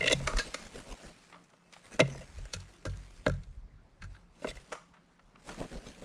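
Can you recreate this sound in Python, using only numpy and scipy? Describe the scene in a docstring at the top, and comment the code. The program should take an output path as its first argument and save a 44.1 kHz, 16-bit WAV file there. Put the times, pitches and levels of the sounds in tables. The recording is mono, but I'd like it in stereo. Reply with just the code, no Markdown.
"""Crow-sized birds at a roofed wooden feeder, heard by a camera inside it: claws, beak and wings strike the wood.
One bird scrambles off and beats away; another hops from the fence, lands on the perch, pecks the tray,
leaves, drops onto the fence and flies off. Scrapes of noise ring wood resonances, wing strokes are shaped noise,
and each jolt rocks the feeder on its pole as decaying sines. The fence is farther off and wetter;
a quiet garden of noise, a hum and faint tones lies behind."""
import sys
import numpy as np
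from scipy import signal
from scipy.fft import rfft, irfft, next_fast_len
from scipy.io import wavfile
from scipy.ndimage import uniform_filter1d, map_coordinates

SR = 44100
rng = np.random.default_rng(int(sys.argv[2]) if len(sys.argv) > 2 else 0)


def master(y):
    """Save y as 16-bit WAV."""
    cut = np.clip(np.atleast_2d(y).T, -1, 1)
    pcm = np.round(cut * 32767)  # scale
    wavfile.write(sys.argv[1], SR, pcm.astype(np.int16))


N = 266408

# Claws on the perch, close by:
# [t/s, wood ring peak level/dB, box thud/dB re ring, treble/dB re ring, favoured f/Hz, scrape fall/s]
CLAWS = [(.0074, -20.5, -9, -43, 2160, 0.0043), (.0274, -23.5, -6, -17, 2130, .0033),
         (.0412, -21, -3, -17, 2660, 0.0047), (.0589, -22, -3.5, -10, 2840, 0.011),
         (.0742, -16, -15, -11.5, 2780, 0.0068), (.0798, -12.5, -15, -22, 2700, 0.0027),
         (.0984, -25, -1, -4, 2580, 0.0069), (.1107, -17.5, -4.5, -14, 2530, 0.0084),
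         (.121, -20, -18, 0, 3510, .0012), (.1265, -16, -1, -2, 3460, 0.0044),
         (.1297, -20, -10, -21.5, 3500, 0.0018), (.2017, -45, 9.5, -23, 1270, 0.0028),
         (1.9939, -16, 0.5, -10.5, 1370, 0.0026), (2.0018, -12, -1.5, -8.5, 2320, 0.0047),
         (2.0057, -17.5, -22, -35, 2680, 0.0024), (2.0174, -43.5, 23, -27, 1870, 0.003),
         (2.0385, -46, 9, -21, 2190, 0.0027), (2.0762, -44.5, 7.5, -2, 2690, 0.0054),
         (2.056, -41, 2, -15, 2690, 0.0026), (2.1488, -46.5, 5.5, -12, 1430, 0.0026),
         (2.2097, -48.5, 6.5, 1, 2520, 0.012), (2.3853, -51, 4.5, 3.5, 2590, 0.0013),
         (2.4544, -46, -3, 4, 1500, 0.0011), (4.42, -52.5, 15, -16, 2800, 0.006),
         (4.4445, -31, 7, -22, 1380, 0.0056), (4.4715, -34, 1.5, -30, 2740, 0.0038),
         (4.4869, -35, -3.5, -29, 3670, 0.0062), (4.511, -40, -2, -10, 2160, 0.0017),
         (4.569, -42, -11, -5, 2080, 0.0022)]
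# Resonances of the perch [f/Hz, width/Hz, level/dB]
PERCH = [(1373, 140, -10.5), (1970, 82, -4.5), (2100, 41, -2), (2730, 120, -5.5), (3474, 66, -6),
         (3800, 210, -9)]


def claws():
    """Claws scramble and land on the perch, whose narrow modes depend strongly on the spot touched."""
    return contacts(CLAWS, PERCH, spot_db=17.5, box_hz=634, echo_db=-22, pan_db=-0.6, rise=0.0016)


# Pecks on the tray, close by:
# [t/s, wood ring peak level/dB, box thud/dB re ring, treble/dB re ring, favoured f/Hz, scrape fall/s]
PECKS = [(2.5359, -24.5, -13, -1.5, 3430, 0.0073), (2.5644, -44, -4, 0, 1490, .004),
         (2.603, -47, -14, 1, 4310, .004), (2.8529, -32.5, 1.5, -2, 1500, 0.0036),
         (2.8619, -36, -0.2, -7, 1570, 0.011), (2.8955, -46, -5, -8, 3420, 0.009),
         (2.9344, -50, -6, -14, 2220, .008), (2.9725, -53, -17, 9, 2090, 0.00081),
         (3.2646, -16, 1, -21, 1470, 0.0026), (3.2794, -37.5, 14.5, 3, 1270, 0.0039),
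         (3.2974, -29.5, -1.5, -8, 1520, 0.00098), (3.319, -45.5, -13, -6.5, 1520, .002),
         (3.3386, -46.5, -9.5, -6, 1520, .003), (3.4351, -51, -31.5, -4.5, 4090, .0036),
         (4.0206, -38, -23, -10, 1580, 0.0073), (4.0387, -42, -17, -8, 1600, 0.01),
         (4.148, -48, -20, -25, 1530, 0.0091), (4.1644, -49.5, -9, -26, 1310, 0.0038)]
# Resonances of the tray [f/Hz, width/Hz, level/dB]
TRAY = [(870, 300, -11), (1376, 72, 0.5), (1610, 99, -0.5), (2150, 205, -8), (2544, 146, -6.5),
        (3500, 700, -10), (4410, 340, -4)]


def pecks():
    """Pecks ring the tray, a little to the right of centre."""
    return contacts(PECKS, TRAY, spot_db=5.5, box_hz=460, echo_db=-20, pan_db=-2.5, rise=0.0018)


# Wings slapping the post:
# [t/s, wood ring peak level/dB, box thud/dB re ring, treble/dB re ring, favoured f/Hz, scrape fall/s]
WING_SLAPS = [(.2738, -18, -9.5, -7, 1030, 0.0046), (.2909, -38, 4, -4, 1160, 0.0098),
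              (.3344, -29, -2, -13, 1180, 0.0016), (.3699, -28, -13, -1.5, 1190, 0.0045),
              (.3857, -21.5, -7.5, -7.5, 3970, 0.011), (.5434, -24, -7, -3, 2160, 0.0043)]
# Resonances of the post [f/Hz, width/Hz, level/dB]
POST = [(1036, 330, 0.5), (1415, 590, 0.5), (2290, 265, -1.5), (2600, 140, -1), (4260, 840, -1)]


def wing_slaps():
    """Wings slap the post, with much more echo than the claws."""
    return contacts(WING_SLAPS, POST, spot_db=5.5, box_hz=654, echo_db=-7.5, pan_db=0.0, rise=0.0022)


# Resonances of the feeder box, heard as the thud [f/Hz, width/Hz, level/dB]
BOX = [(281, 59, 1.5), (393, 49, -2), (511.4, 98, 0), (628, 66.7, -4), (961, 180, -12.5)]
# Treble resonances of each contact [f/Hz, width/Hz, level/dB]
CRACK = [(5885, 1200, -2.5), (7500, 410, -3), (9130, 880, -7.5)]
# Side signal of the contacts relative to mid [f/Hz, level/dB]
SIDE_RE_MID = [(300, -17), (600, -13), (1200, 4.5), (2500, -6), (5000, -5.5), (10000, 5)]


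def contacts(table, wood, spot_db, box_hz, echo_db, pan_db, rise):
    """Each contact is a short scrape of noise that rings the wood, thuds the box and cracks in the treble."""
    knock = 5.5  # the first hard touch, over the scrape that follows
    brush_db = -21.5  # the brush before a blow; it fades as the thud grows
    early = SR // 40  # samples kept before the touch
    out = np.zeros((2, N + 2 * SR))  # one spare second at each end
    for s, db, thud_db, treble_db, spot_hz, fall in table:
        u = (np.arange(SR // 8) - early) / SR - 0.5 * rise
        # a light brush leads into a scrape; a heavy blow comes sudden
        brush = min(amp(brush_db - thud_db), 0.4) * np.exp(-np.abs(u) / (2.4 * rise))
        lead_in = 0.31 * np.exp(-(u / rise) ** 2) + brush
        press = np.where(u < 0, lead_in, np.exp(-np.abs(u) / fall))

        # separate noise for the wood, the box and the crack
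        mid, side = press * rng.standard_normal((2, 3, len(u)))
        mid[:, early] += knock
        side = filtered(side, lambda f: amp(along(SIDE_RE_MID, f)))
        force = np.array([mid + side, mid - side])

        bodies = (resonances(wood, spot_hz, spot_db),
                  resonances(BOX, box_hz, spot_db=12.0),
                  resonances(CRACK, 7000, spot_db=0))
        click = 0
        for k, (body, level_db) in enumerate(zip(bodies, (0, thud_db, treble_db))):
            part = filtered(force[:, k], body)
            click = click + amp(level_db) * part / np.abs(part.mean(0)).max()
        click = amp(db) * sides(pan_db) * click
        click = np.pad(click, ((0, 0), (0, SR // 4)))  # room for the echo
        start = round(s * SR) + SR - early
        out[:, start:start + click.shape[1]] += click + amp(echo_db) * yard(click)
    return out[:, SR:N + SR]


# Wing strokes [t/s of the middle, rustle level/dB, swish level/dB, air thump level/dB]
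STROKES = [(.205, -55.5, -49, -42), (0.358, -65, -44, -26.5), (0.464, -52.5, -48.5, -46),
           (0.642, -51.5, -51, -52), (0.7804, -47.5, -49, -50), (.907, -49, -49, -43),
           (1.065, -53.5, -52.5, -53), (1.205, -67, -68.5, -72), (1.775, -59, -73, -82),
           (1.866, -52, -85, -73), (1.941, -48, -52, -50.5), (2.1478, -51.5, -51.5, -50),
           (4.49, -42.5, -55, -47), (4.562, -52.5, -81, -47), (4.614, -58, -87, -61),
           (4.715, -59, -58.5, -65), (5.5028, -48.5, -46.5, -50), (5.617, -47, -38, -45),
           (5.751, -50.5, -44.5, -40), (5.88, -52, -49, -52), (6.021, -54.5, -51.5, -55)]
# Spectra of feather rustle, air swish and air thump at the microphones [f/Hz, level/dB]
RUSTLE = [(300, -6), (600, -6), (1000, -9), (1600, -8), (2500, -9), (3500, -13), (5400, -14.5),
          (7500, -15.5), (9500, -17.5), (15500, -27)]
SWISH = [(53, -45), (90, -9), (223, 2.5), (329, -8.5), (457, -6), (558, -5), (674, -10), (1500, -27.5),
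         (1950, -68), (3300, -120)]
THUMP = [(15, -24), (30, 12.5), (45, 7.5), (75, -12), (130, -30), (250, -96.5)]
# Left-right likeness of the rustle [f/Hz, likeness from 0 to 1]
RUSTLE_ALIKE = [(300, 1), (600, 0.36), (1600, 0.15), (5000, 0.48), (12000, 0.056)]


def wings():
    """Every downstroke swells and fades: feathers rustle, air swishes in lumps and thumps the microphones."""
    t = np.arange(N) / SR
    rustle, swish, thump = np.zeros((3, 2, N))
    gaps = np.diff([-N] + [row[0] for row in STROKES] + [N])
    half_lengths = 0.35 * np.minimum(gaps[1:], gaps[:-1])  # share of the time to the nearest neighbour
    pan = sides(-1.2)
    for (s, rustle_db, swish_db, thump_db), half in zip(STROKES, half_lengths):
        swell = np.exp(-np.abs((t - s) / half) ** 2.4)
        gust = np.roll(swell ** 2, round(0.011 * SR))  # shorter, and it arrives after the sound
        rustle += amp(rustle_db) * swell * pan
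        swish += amp(swish_db) * swell * pan
        thump += amp(thump_db) * gust * pan
    crackle = unit(amp(3.5 * wobble(300)))
    lumps = unit(amp(2.2 * wobble(70)))
    feathers = rustle * crackle * rush(RUSTLE, RUSTLE_ALIKE, patchy_db=4)
    air = swish * lumps * steady(rush(SWISH, [(300, 1.0)], patchy_db=2.0))
    return feathers + air + thump * steady(rush(THUMP, [(50, 1.0)], patchy_db=2.5))


# Modes of the feeder rocking on its pole [f/Hz, t60/s, swell/s, L-R level/dB, left lead/rad]
ROCKING = [(47.94, 0.43, 0.048, -5, 1.5), (93.3, 0.32, 0.036, -13, 4.5), (136, 0.4, 0.02, -14, 2.1),
           (173, .2, 0.0018, 14.5, 0.44)]
# Jolts [t/s, level/dB, place from 0 on the perch to 1 on the tray]
JOLTS = [(.010, -30.5, 0.24), (0.134, -24, .05), (0.198, -39, 1), (2.008, -20.5, .05), (2.180, -38, .2),
         (2.544, -33.5, 0.98), (2.86, -26, 0.94), (2.961, -38, 1), (3.267, -16.5, 0.63),
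         (3.381, -35.5, 0.41), (4.026, -36, 1), (4.45, -41.5, 0.33), (4.510, -45, 0.86)]
# How a jolt reaches each mode, low to high, from the perch and from the tray [level/dB]
FROM_PERCH = [-16.5, -16.5, -1.2, -10]
FROM_TRAY = [2.2, 3.6, -11, -13]


def rocking():
    """Each jolt builds up the pole's modes; the mount takes them to each microphone at its own phase."""
    t = np.arange(SR) / SR
    out = np.zeros((len(ROCKING), 2, N + SR))
    hz, t60, swell, lean_db, lead = np.transpose(ROCKING)[..., None, None]
    half = np.array([[0.5], [-0.5]])  # left, right
    for s, jolt_db, place in JOLTS:
        db = jolt_db + (1 - place) * np.array(FROM_PERCH) + place * np.array(FROM_TRAY)
        decay = amp(np.reshape(db, hz.shape) - 60 * t / t60 + half * lean_db)
        strength = decay * (1 - np.exp(-t / swell))
        start = round(s * SR)
        out[..., start:start + SR] += strength * np.sin(2 * np.pi * hz * t + half * lead)
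    # the moving bird loads the pole unevenly
    load = np.array([[amp(2 * wobble(33))] for mode in ROCKING])
    return (out[..., :N] * load).sum(0)


# A narrow ring follows the wing slaps [t/s, f/Hz, level/dB, t60/s, L-R level/dB]
SQUEAK = (.397, 1645, -24, .09, 6)
# Its pitch and overtones [multiple of the pitch, level/dB]
SQUEAK_TONES = [(1.0, 0.0), (2.86, -17), (3.9, -18)]


def squeak():
    """After the wing slaps, a narrow ring with a soft start and two faint overtones."""
    s, hz, db, t60, pan_db = SQUEAK
    t = np.maximum(np.arange(N) / SR - s, 0)
    tones = 0
    for multiple, level_db in SQUEAK_TONES:
        tones = tones + amp(level_db + 2 * wobble(106)) * np.sin(2 * np.pi * multiple * hz * t)
    soft_start = 1 - np.exp(-t / 0.00059)
    return amp(db - 60 * t / t60) * soft_start * tones * sides(pan_db)


# Feathers and feet shuffling [t/s, level/dB]
SHUFFLE = [(0.0, -45.5), (.55, -53), (1.1, -56), (1.58, -71), (1.95, -59), (2.42, -56), (2.71, -58.5),
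           (2.82, -63.5), (2.94, -58), (3.28, -59.5), (3.68, -78), (3.95, -76), (4.16, -65), (4.29, -76),
           (4.44, -53.5), (4.78, -64.5), (4.93, -73.5), (5.37, -72.5), (5.47, -52.5), (6.04, -57.5)]
# The pole swaying under a bird's weight [t/s, level/dB]
SWAYING = [(0.0, -45), (.27, -34.5), (.55, -72), (1.38, -86), (1.9, -74), (2.17, -46.5), (2.55, -52),
           (2.78, -67), (3.5, -48.5), (4.1, -49.5), (4.29, -61), (4.5, -62.5), (5.3, -67), (5.7, -57),
           (6.04, -66)]
# Spectrum of the sway [f/Hz, level/dB]
SWAY = [(15, -20), (35, 5), (47, -1.5), (65, -2.5), (90, -9), (110, -16.5), (135, -7), (200, -72)]


def bustle():
    """Between the blows the birds shuffle, and their weight keeps the pole swaying."""
    shuffle_db, = curves(SHUFFLE)
    sway_db, = curves(SWAYING)
    grains = unit(amp(2 * wobble(350)))
    shuffle_level = amp(shuffle_db + 0.85 * wobble(28))
    shuffle = shuffle_level * grains * rush(RUSTLE, RUSTLE_ALIKE, patchy_db=2.0)
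    sway = amp(sway_db) * rush(SWAY, [(47, 0.45), (90, 0.054)], patchy_db=5.0) * sides(2.5)
    return shuffle + sway


# Hops on the fence, farther off:
# [t/s, wood ring peak level/dB, box thud/dB re ring, treble/dB re ring, favoured f/Hz, scrape fall/s]
FENCE_HOPS = [(1.3266, -41.5, -19, -32, 1290, 0.0055), (1.3444, -40.5, -24, -34, 1140, 0.0038),
              (1.3594, -43.5, -14, -28, 1220, .003), (1.4414, -66, -19, 13.5, 3400, .003),
              (1.501, -62.5, -9, 4, 3460, .003), (1.5354, -53, -4, -12, 1040, .004),
              (1.7267, -45, -10, -0.5, 4060, .002), (1.7358, -40, -28, -30, 4060, 0.0061),
              (1.7655, -43.5, -19, -26, 1080, .003), (4.7201, -31, -3.5, -13, 1110, 0.0079),
              (4.7262, -29, -17, -7, 1180, 0.0066), (4.7531, -35.5, -22, -36, 1070, 0.003),
              (4.9388, -50, -19, -16, 1223, 0.011), (4.9667, -53.5, -8.5, -27.5, 1306, 0.013),
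              (5.1947, -50, -25, -34, 1514, .004), (5.3585, -44.5, -25.5, -38, 1310, 0.0025),
              (5.4914, -30, -13.5, -12, 1370, 0.0061), (5.5179, -43, -21, -22, 1030, .003),
              (5.5447, -41.5, -25, -4.5, 1480, 0.0022)]
# Resonances of the fence [f/Hz, width/Hz, level/dB]
FENCE = [(890, 820, 5.5), (1450, 573, 6.5), (1980, 756, 4), (3500, 3400, -3)]


def fence_hops():
    """Feet strike the fence, whose broad modes come with a strong yard echo."""
    return contacts(FENCE_HOPS, FENCE, spot_db=6.0, box_hz=647, echo_db=-7, pan_db=-0.5, rise=0.0026)


# Decay of the yard [f/Hz, t60/s]
YARD = [(200, .25), (1500, 0.32), (5000, 0.43), (12000, 0.27)]


def yard(x):
    """Roof, fence and walls answer; each frequency dies at its own speed."""
    hz, t, z = signal.stft(rng.standard_normal((2, SR // 4)), SR, nperseg=256)
    decay = amp(-60 * t / along(YARD, hz)[:, None])
    tail = signal.istft(z * decay, SR, nperseg=256)[1]
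    return signal.fftconvolve(x, tail / np.linalg.norm(tail[0]), axes=1)[:, :x.shape[1]]


# Spectrum of the garden [f/Hz, level/dB per Hz]
GARDEN = [(60, -38.5), (115, -19), (180, -11), (300, -20), (600, -23.5), (1200, -25.5), (2500, -36.5),
          (5000, -42.5), (10000, -57), (15500, -55.5)]
# Faint far tones [t/s of the middle, half length/s, f/Hz, level/dB]
FAR_TONES = [(1.38, .05, 290, -64), (1.64, .075, 2620, -75), (2.78, .07, 340, -63)]


def garden():
    """Far traffic and leaves are noise; a wavering hum and a few faint tones are sines."""
    t = np.arange(N) / SR
    alike = [(150, 0.36), (1000, 0.5), (5000, 0.3)]  # f/Hz, left-right likeness
    far = amp(-64.5 + 0.7 * wobble(1.5)) * rush(GARDEN, alike, patchy_db=-2.2)
    hum = amp(-70 + 4.4 * wobble(24)) * np.sin(2 * np.pi * 173 * t + 0.53 * wobble(6.2))
    tones = 0
    for s, half, hz, db in FAR_TONES:
        level = amp(db + 2.5 * wobble(30.55)) * np.exp(-((t - s) / half) ** 4)
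        tones = tones + level * np.sin(2 * np.pi * hz * t + 2 * wobble(49))
    return far + hum + tones


def amp(db):
    """Gain of a level in dB."""
    return 10 ** (np.asarray(db) / 20)


def unit(x):
    """x at rms 1."""
    return x / np.sqrt(np.mean(x ** 2) + 1e-20)


def steady(x):
    """x with its own slow swells evened out."""
    power = uniform_filter1d(np.mean(x ** 2, axis=0), size=SR // 16)
    return x / np.sqrt(np.abs(power) + 1e-3)


def along(points, hz):
    """Values at hz from (f/Hz, value) points on a log axis."""
    f, v = np.transpose(points)
    return np.interp(np.log(hz + 1), np.log(f + 1), v)


def curves(rows):
    """One value per sample for each column after the time."""
    s, *cols = np.transpose(rows)
    return [np.interp(np.arange(N) / SR, s, c) for c in cols]


def wobble(rate):
    """A smooth random curve, rate knots a second."""
    return map_coordinates(rng.standard_normal(int(N * rate / SR) + 4), [np.arange(N) * rate / SR])


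def sides(pan_db):
    """Left and right gain, pan_db apart."""
    return amp(np.array([[0.5], [-0.5]]) * pan_db)


def filtered(x, response):
    """x through a complex response of frequency."""
    n = x.shape[-1]
    m = next_fast_len(n + 4096)
    return irfft(rfft(x, m) * response(np.fft.rfftfreq(m, 1 / SR)), m)[..., :n]


def resonances(modes, favoured_hz, spot_db):
    """Causal response of modes, weaker by spot_db for each octave from the favoured frequency."""
    def response(f):
        ring = 0
        for k, (centre, width, db) in enumerate(modes):
            gain = amp(db - spot_db * abs(np.log2(centre / favoured_hz)))
            damping = 1j * f * width
            ring = ring + (-1) ** k * gain * centre * damping / (centre ** 2 - f ** 2 + damping) / centre
        no_deep_bass = (1j * f / (0.37 * modes[0][0] + 1j * f)) ** 2
        return ring * no_deep_bass / (1 + 1j * f / (0.95 * modes[-1][0]))  # duller above the top mode
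    return response


def rush(spectrum, alike, patchy_db):
    """Stereo noise of rms 1 with a spectrum, a left-right likeness and patches of random gain."""
    z = signal.stft(rng.standard_normal((2, N)), nperseg=512)[2]
    field = uniform_filter1d(rng.standard_normal(z.shape[1:]), size=6, axis=0)  # over frequency
    field = uniform_filter1d(field, size=8, axis=1)  # over time
    pair = signal.istft(z * amp(patchy_db * unit(field)), nperseg=512)[1][:, :N]

    def mid_side_gain(hz):
        turn = np.arccos(np.clip(along(alike, hz), -1, 1)) / 2
        return amp(along(spectrum, hz)) * [np.cos(turn), np.sin(turn)]

    mid, side = filtered(pair, mid_side_gain)
    return unit(np.array([mid + side, mid - side]))


def scene():
    """Near blows on perch and tray are nearly dry; the fence is farther and wetter."""
    feeder = claws() + pecks() + wing_slaps() + rocking() + squeak()
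    return feeder + wings() + bustle() + fence_hops() + garden()


# Response of the camera's microphones [f/Hz, level/dB]
MIC = [(9000, -0.5), (10500, -4.5), (11500, -13), (14000, -10), (15800, -34.5)]


def record(dry):
    """The microphone loses the top octave, and the camera keeps nothing above its band limit."""
    top_hz = 15800
    return filtered(dry, lambda hz: amp(along(MIC, hz)) * (hz < top_hz))


dry = scene()
out = record(dry)
master(out)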